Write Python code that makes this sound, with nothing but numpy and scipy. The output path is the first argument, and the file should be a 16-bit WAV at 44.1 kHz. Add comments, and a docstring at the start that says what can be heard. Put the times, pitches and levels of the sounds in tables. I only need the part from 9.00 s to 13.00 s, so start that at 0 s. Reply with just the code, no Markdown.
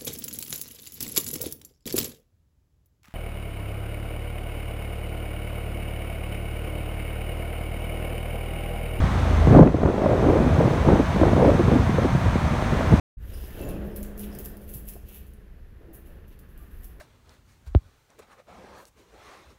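"""A steady rush of tyres and traffic over a low engine drone, from a car rolling slowly over a bridge.
The microphone is out in the airstream: wind buffets and flutters on it, single eddies thump it,
and air grazing its port blows a hollow note. A few faint dry ticks sound through.
Early on, one strong gust overloads the recorder, whose gain control ducks and slowly recovers."""
import sys
import numpy as np
from scipy import signal
from scipy.fft import rfft, irfft
from scipy.io import wavfile
from scipy.ndimage import uniform_filter1d, minimum_filter1d

SR = 44100
rng = np.random.default_rng(int(sys.argv[2]) if len(sys.argv) > 2 else 0)


def to_wav(sig):
    """Store sig (one row per channel, or 1-D mono) as 16-bit WAV at the path in sys.argv[1].

    Samples outside -1..1 are clipped; the rate is SR.
    """
    pcm = np.clip(np.atleast_2d(sig), -1, 1) * 32767
    pcm = np.round(pcm).astype(np.int16)
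    wavfile.write(sys.argv[1], SR, pcm.T)  # frames by channels


N = 176400
TIME_S = np.arange(N) / SR


def from_db(db):
    """Decibels to gain."""
    return 10 ** (np.asarray(db) / 20)


def unit_rms(x):
    """Scale to unit rms."""
    return x / np.sqrt(np.mean(x ** 2) + 1e-20)


def in_time(rows):
    """Each column after the time column, interpolated at every sample."""
    times, *columns = np.transpose(rows)
    return [np.interp(TIME_S, times, column) for column in columns]


def shaped_noise(gain_at):
    """Noise of unit rms whose spectrum follows a function of frequency."""
    hz = np.maximum(np.arange(N // 2 + 1) * SR / N, 1)
    return unit_rms(irfft(rfft(rng.standard_normal(N)) * gain_at(hz), N))


def coloured(spectrum, subsonic_hz=18):
    """Noise of unit rms with a tabled spectrum and no subsonic part."""
    freqs, db = np.transpose(spectrum)
    return shaped_noise(lambda hz: from_db(np.interp(np.log(hz), np.log(freqs), db)) * (hz > subsonic_hz))


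def drift(rate_hz):
    """Random swings of spread 1, mostly near the given rate."""
    return shaped_noise(lambda hz: (hz / rate_hz) / (1 + (hz / rate_hz) ** 2) ** 2)


def evened(x, span_s):
    """Hold the level steady over the span, leaving the faster grain."""
    return x / np.sqrt(uniform_filter1d(x ** 2, int(span_s * SR)) + 1e-6)


def swell(age_s, rise_s):
    """Envelope that rises to 1 and dies away."""
    age = np.clip(age_s / rise_s, 0, 50)
    return age * np.exp(1 - age)


def turbulence(colour, swing_db, swing_hz):
    """Lumpy pressure noise: eddies swell and fade at random."""
    steady = evened(coloured(colour), span_s=.06)
    return unit_rms(steady * from_db(swing_db * drift(swing_hz)))


# Tyres and traffic on the bridge, heard from the car: (time [s], level [dB])
ROAD = [(0,-28.5),(.5,-28.5),(1.2,-28),(2.2,-28),(3.3,-28.5),(4,-27)]
# Their spectrum at the microphone: (frequency [Hz], relative level [dB])
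ROAD_COLOUR = [(30, -1), (80, 6.5), (250, 3), (450, -7), (650, 2.5), (800, -1), (1050, -1), (1600, -6.5),
               (2300, -11), (2900, -16.5), (3600, -17.5), (4900, -25.5), (5700, -25), (7500, -30.5),
               (9200, -31), (10400, -37), (11800, -37), (14500, -42), (17000, -47)]
def road(whistle_hz=6285, whistle_half_width_hz=60, whistle_db=-60):
    """Steady rush of tyres and traffic, with a faint thin whistle."""
    rush = from_db(in_time(ROAD)[0]) * coloured(ROAD_COLOUR)
    whistle = shaped_noise(lambda hz: 1 / (1 + ((hz - whistle_hz) / whistle_half_width_hz) ** 2))
    return rush + from_db(whistle_db) * whistle


# Engine drone under the traffic: (time [s], firing rate [Hz], level [dB])
ENGINE = [(0, 29.3, -22.5), (0.15, 27.8, -28.5), (0.3, 27.28, -23.5), (0.44, 25.21, -20.5),
          (0.6, 27.2, -33.5), (2, 28.44, -33.5), (4, 27.78, -34)]
# Its orders at the microphone: (multiple of the firing rate, relative level [dB])
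ENGINE_ORDERS = [(2, 1), (3, 1.5), (4, -13.5), (6, -24)]
def engine(wobble=0.024):
    """Low engine orders ride on a slightly unsteady speed."""
    firing_hz, db = in_time(ENGINE)
    unsteady_hz = firing_hz * (1 + wobble * drift(rate_hz=1.95))
    phase = 2 * np.pi * np.cumsum(unsteady_hz) / SR
    drone = sum(from_db(order_db) * np.sqrt(2) * np.sin(round(order) * phase + rng.uniform(0, 2 * np.pi))
                for order, order_db in ENGINE_ORDERS)
    return from_db(db) * drone


# Faint ticks behind the wind: (time [s], level [dB])
TICKS = [(.472,-15),(.673,-6),(3.623,-17)]
# Their spectrum at the microphone: (frequency [Hz], relative level [dB])
TICK_COLOUR = [(300,16),(600,18),(1200,2),(2000,-6.5),(2700,-7.5),(3800,-43),(12000,-69)]
def ticks(rise_s=0.0015):
    """Small dry clicks a few milliseconds long."""
    envelope = sum(from_db(db) * swell(TIME_S - start_s, rise_s) for start_s, db in TICKS)
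    return envelope * coloured(TICK_COLOUR)


# Gusts right across the microphone port: (time [s], half length [s], level [dB], pitch [Hz])
HOLLOW_GUSTS = [(1.042,0.036,-20.5,630),(1.119,0.021,-15,567),(1.338,0.067,-25.5,580),(1.63,.059,-35,510),(2.494,0.0074,-18,540)]
def hollow_gusts(q=4.2):
    """Air grazing the port swells into a hollow resonant band and fades."""
    out = np.zeros(N)
    for peak_s, half_s, db, pitch_hz in HOLLOW_GUSTS:
        band = shaped_noise(lambda hz: 1 / (1 + q ** 2 * (hz / pitch_hz - pitch_hz / hz) ** 2))
        envelope = np.exp(-((TIME_S - peak_s) / half_s) ** 2 / 2)
        out += from_db(db) * envelope * evened(band, span_s=0.089)
    return out


# Bass of the wind, out in the airstream beside the car: (time [s], relative level [dB])
BUFFET = [(0,-23),(.38,-29),(.5,-16),(.61,-4.5),(.71,-15),(.86,-19),(.94,-27),(1.28,-19),(1.6,-19.5),(1.82,-21.5),(1.93,-17.5),(2.1,-25.5),(2.33,-18),(2.75,-21.5),(2.95,-23),(3.25,-21),(3.6,-26.5),(3.89,-24.5),(3.935,-10),(4,-24)]
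# Its spectrum on the microphone: (frequency [Hz], relative level [dB])
BUFFET_COLOUR = [(20, -47), (28, -17), (39, -15), (55, 0.5), (85, 0.5), (150, -2.5), (220, -7), (330, -26),
                 (600, -62), (1500, -63), (6000, -110)]
def buffet(gain_db=-1):
    """Large slow eddies press on the microphone with a deep rumble."""
    level = from_db(in_time(BUFFET)[0] + gain_db)
    return level * turbulence(BUFFET_COLOUR, swing_db=2.5, swing_hz=28)


# Low mids of the wind, right on the microphone: (time [s], relative level [dB])
FLUTTER = [(0,-36),(.45,-31),(.535,-13.5),(.62,-8.5),(.72,-24),(.78,-22.5),(.86,-12),(.95,-19.5),(1.07,-16.5),(1.19,-19.5),(1.29,-14),(1.54,-24),(1.61,-17.5),(1.83,-27.5),(1.89,-15),(2.0,-23),(2.09,-41),(2.25,-17),(2.33,-21),(2.45,-16),(2.64,-30),(2.73,-21),(2.88,-36.5),(3.05,-25.5),(3.14,-47),(3.6,-36.5),(3.8,-26),(4,-37)]
# Spectrum of that rushing air: (frequency [Hz], relative level [dB])
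FLUTTER_COLOUR = [(100, -7.5), (200, -1), (280, -0.5), (480, -2.5), (680, -8), (820, -12.5), (1050, -18),
                  (1600, -27), (3000, -50), (6000, -68), (12000, -100)]
def flutter(gain_db=-0.5):
    """Turbulent air rushes over the microphone with a fast flutter."""
    level = from_db(in_time(FLUTTER)[0] + gain_db)
    return level * turbulence(FLUTTER_COLOUR, swing_db=3.5, swing_hz=85)


# Single eddies hitting the microphone point-blank, hardest in the gust near 0.6 s:
# (time [s], relative level [dB], pitch [Hz], rise [s])
PUFFS = [(.471,-4,129,0.0055),(.508,-1,128,0.0055),(0.525,-1,203,0.0042),(0.547,2,134,0.0042),(.561,6.5,278,0.0058),(.594,13.5,300,0.0036),(0.611,11.5,155.6,0.0056),
         (0.659,3.5,260,0.0076),(.743,5,286,0.0032),(0.849,5,85,0.0046),(1.06,-4,590,0.0041),(1.261,-0.5,264,0.0064),(1.298,1,346,0.0036),(1.351,-9,448,0.0063),
         (1.401,-3,206,0.0048),(1.462,-6,252,0.0084),(1.511,-7,76,0.014),(1.601,-6.5,520,0.0057),(1.651,-4.5,137,0.0054),(1.759,-4.5,212,0.0027),
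         (1.871,-2.5,216,0.0068),(1.886,-8,512,0.0034),(1.929,-2,191,0.0077),(1.954,-1,322,0.0039),(1.997,-2,291,0.0039),(2.16,-5,194,0.004),
         (2.213,-0.5,324,0.0052),(2.232,-5,570,0.0029),(2.373,-6,380,0.0036),(2.418,-4,483,0.011),(2.447,-4,481,0.0027),(2.478,-2.5,304,0.0041),
         (2.545,-6.5,221,0.0052),(2.594,-3,344,0.0063),(2.68,-0.5,128,0.0039),(2.715,-4.5,231,0.009),(2.753,-1.5,250,.006),(2.795,-3.5,84,0.0066),
         (2.892,-5,198,0.0044),(2.94,-8,163,0.0044),(2.982,-7.5,536,0.004),(3.045,-4,276,0.0067),(3.149,-2,152,0.0044),(3.257,-6.5,99,0.006),
         (3.355,-4,202,0.0032),(3.436,-10,70,0.012),(3.532,-5.5,77,0.0061),(3.722,-6.5,137,0.0052),(3.917,1,99.4,0.011),(3.928,-3,254,0.0027)]
def puffs(thump_db=-10.5, air_db=-10, kick_db=-12.5, kick_pitch_ratio=1.8, port_low_cut_hz=49):
    """Each eddy is a short pressure kick and a wavering thump of a few cycles, wrapped in rushing air."""
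    out = np.zeros(N)
    wander_rad_per_hz = 0.0023 * drift(rate_hz=71)
    air = from_db(air_db) * coloured(FLUTTER_COLOUR)
    for start_s, db, pitch_hz, rise_s in PUFFS:
        span = (TIME_S > start_s) & (TIME_S < start_s + .1)
        age_s = TIME_S[span] - start_s
        phase = 2 * np.pi * (pitch_hz * age_s + rng.random())
        tone = np.sqrt(2) * np.sin(phase + pitch_hz * wander_rad_per_hz[span])
        thump = from_db(thump_db) * swell(age_s, rise_s) * (tone + air[span])
        # the pressure step at the front of the eddy rings for about a cycle
        kick = from_db(kick_db) * swell(age_s, rise_s=.001) * np.sin(kick_pitch_ratio * phase)
        out[span] += from_db(db) * (thump + kick)
    low_cut = signal.butter(3, port_low_cut_hz, "high", fs=SR, output="sos")
    return signal.sosfilt(low_cut, out)


def scene():
    """Close wind and the traffic behind it meet at one microphone."""
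    wind = flutter() + buffet() + puffs() + hollow_gusts()
    return (wind + ticks() + road() + engine())[None]


def gain_control(x, threshold_db=-9.5, sense_s=0.042, attack_s=0.075, recover_s=0.44):
    """The recorder turns down quickly above a threshold, then eases back up, fast at first."""
    power = uniform_filter1d(x ** 2, int(sense_s * SR))
    over_db = np.maximum(10 * np.log10(np.maximum(power, 1e-9)) - threshold_db, 0)
    release = np.exp(-TIME_S / recover_s)
    held_db = np.maximum.accumulate(over_db / release, axis=-1) * release
    pole = np.exp(-1 / (attack_s * SR))
    duck_db = signal.lfilter([1 - pole], [1, -pole], held_db)
    return x * from_db(-duck_db)


def limiter(x, ceiling=1.0, span_s=.003):
    """A fast gain dip holds each overloading peak under the ceiling."""
    size = int(span_s * SR)
    gain = minimum_filter1d(ceiling / np.maximum(np.abs(x), ceiling), size)
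    return x * uniform_filter1d(uniform_filter1d(gain, size // 2), size // 2)


def record(dry, fade_s=.003, cutoff_hz=17150):
    """Gain control, peak limiter and a steep cut of the top; a short fade keeps the ends from clicking."""
    fade = np.minimum(np.minimum(TIME_S, TIME_S[::-1]) / fade_s, 1)
    high_cut = signal.ellip(12, .1, 90, cutoff_hz, fs=SR, output="sos")
    return signal.sosfilt(high_cut, limiter(gain_control(dry)) * fade)


dry = scene()
out = record(dry)
to_wav(out)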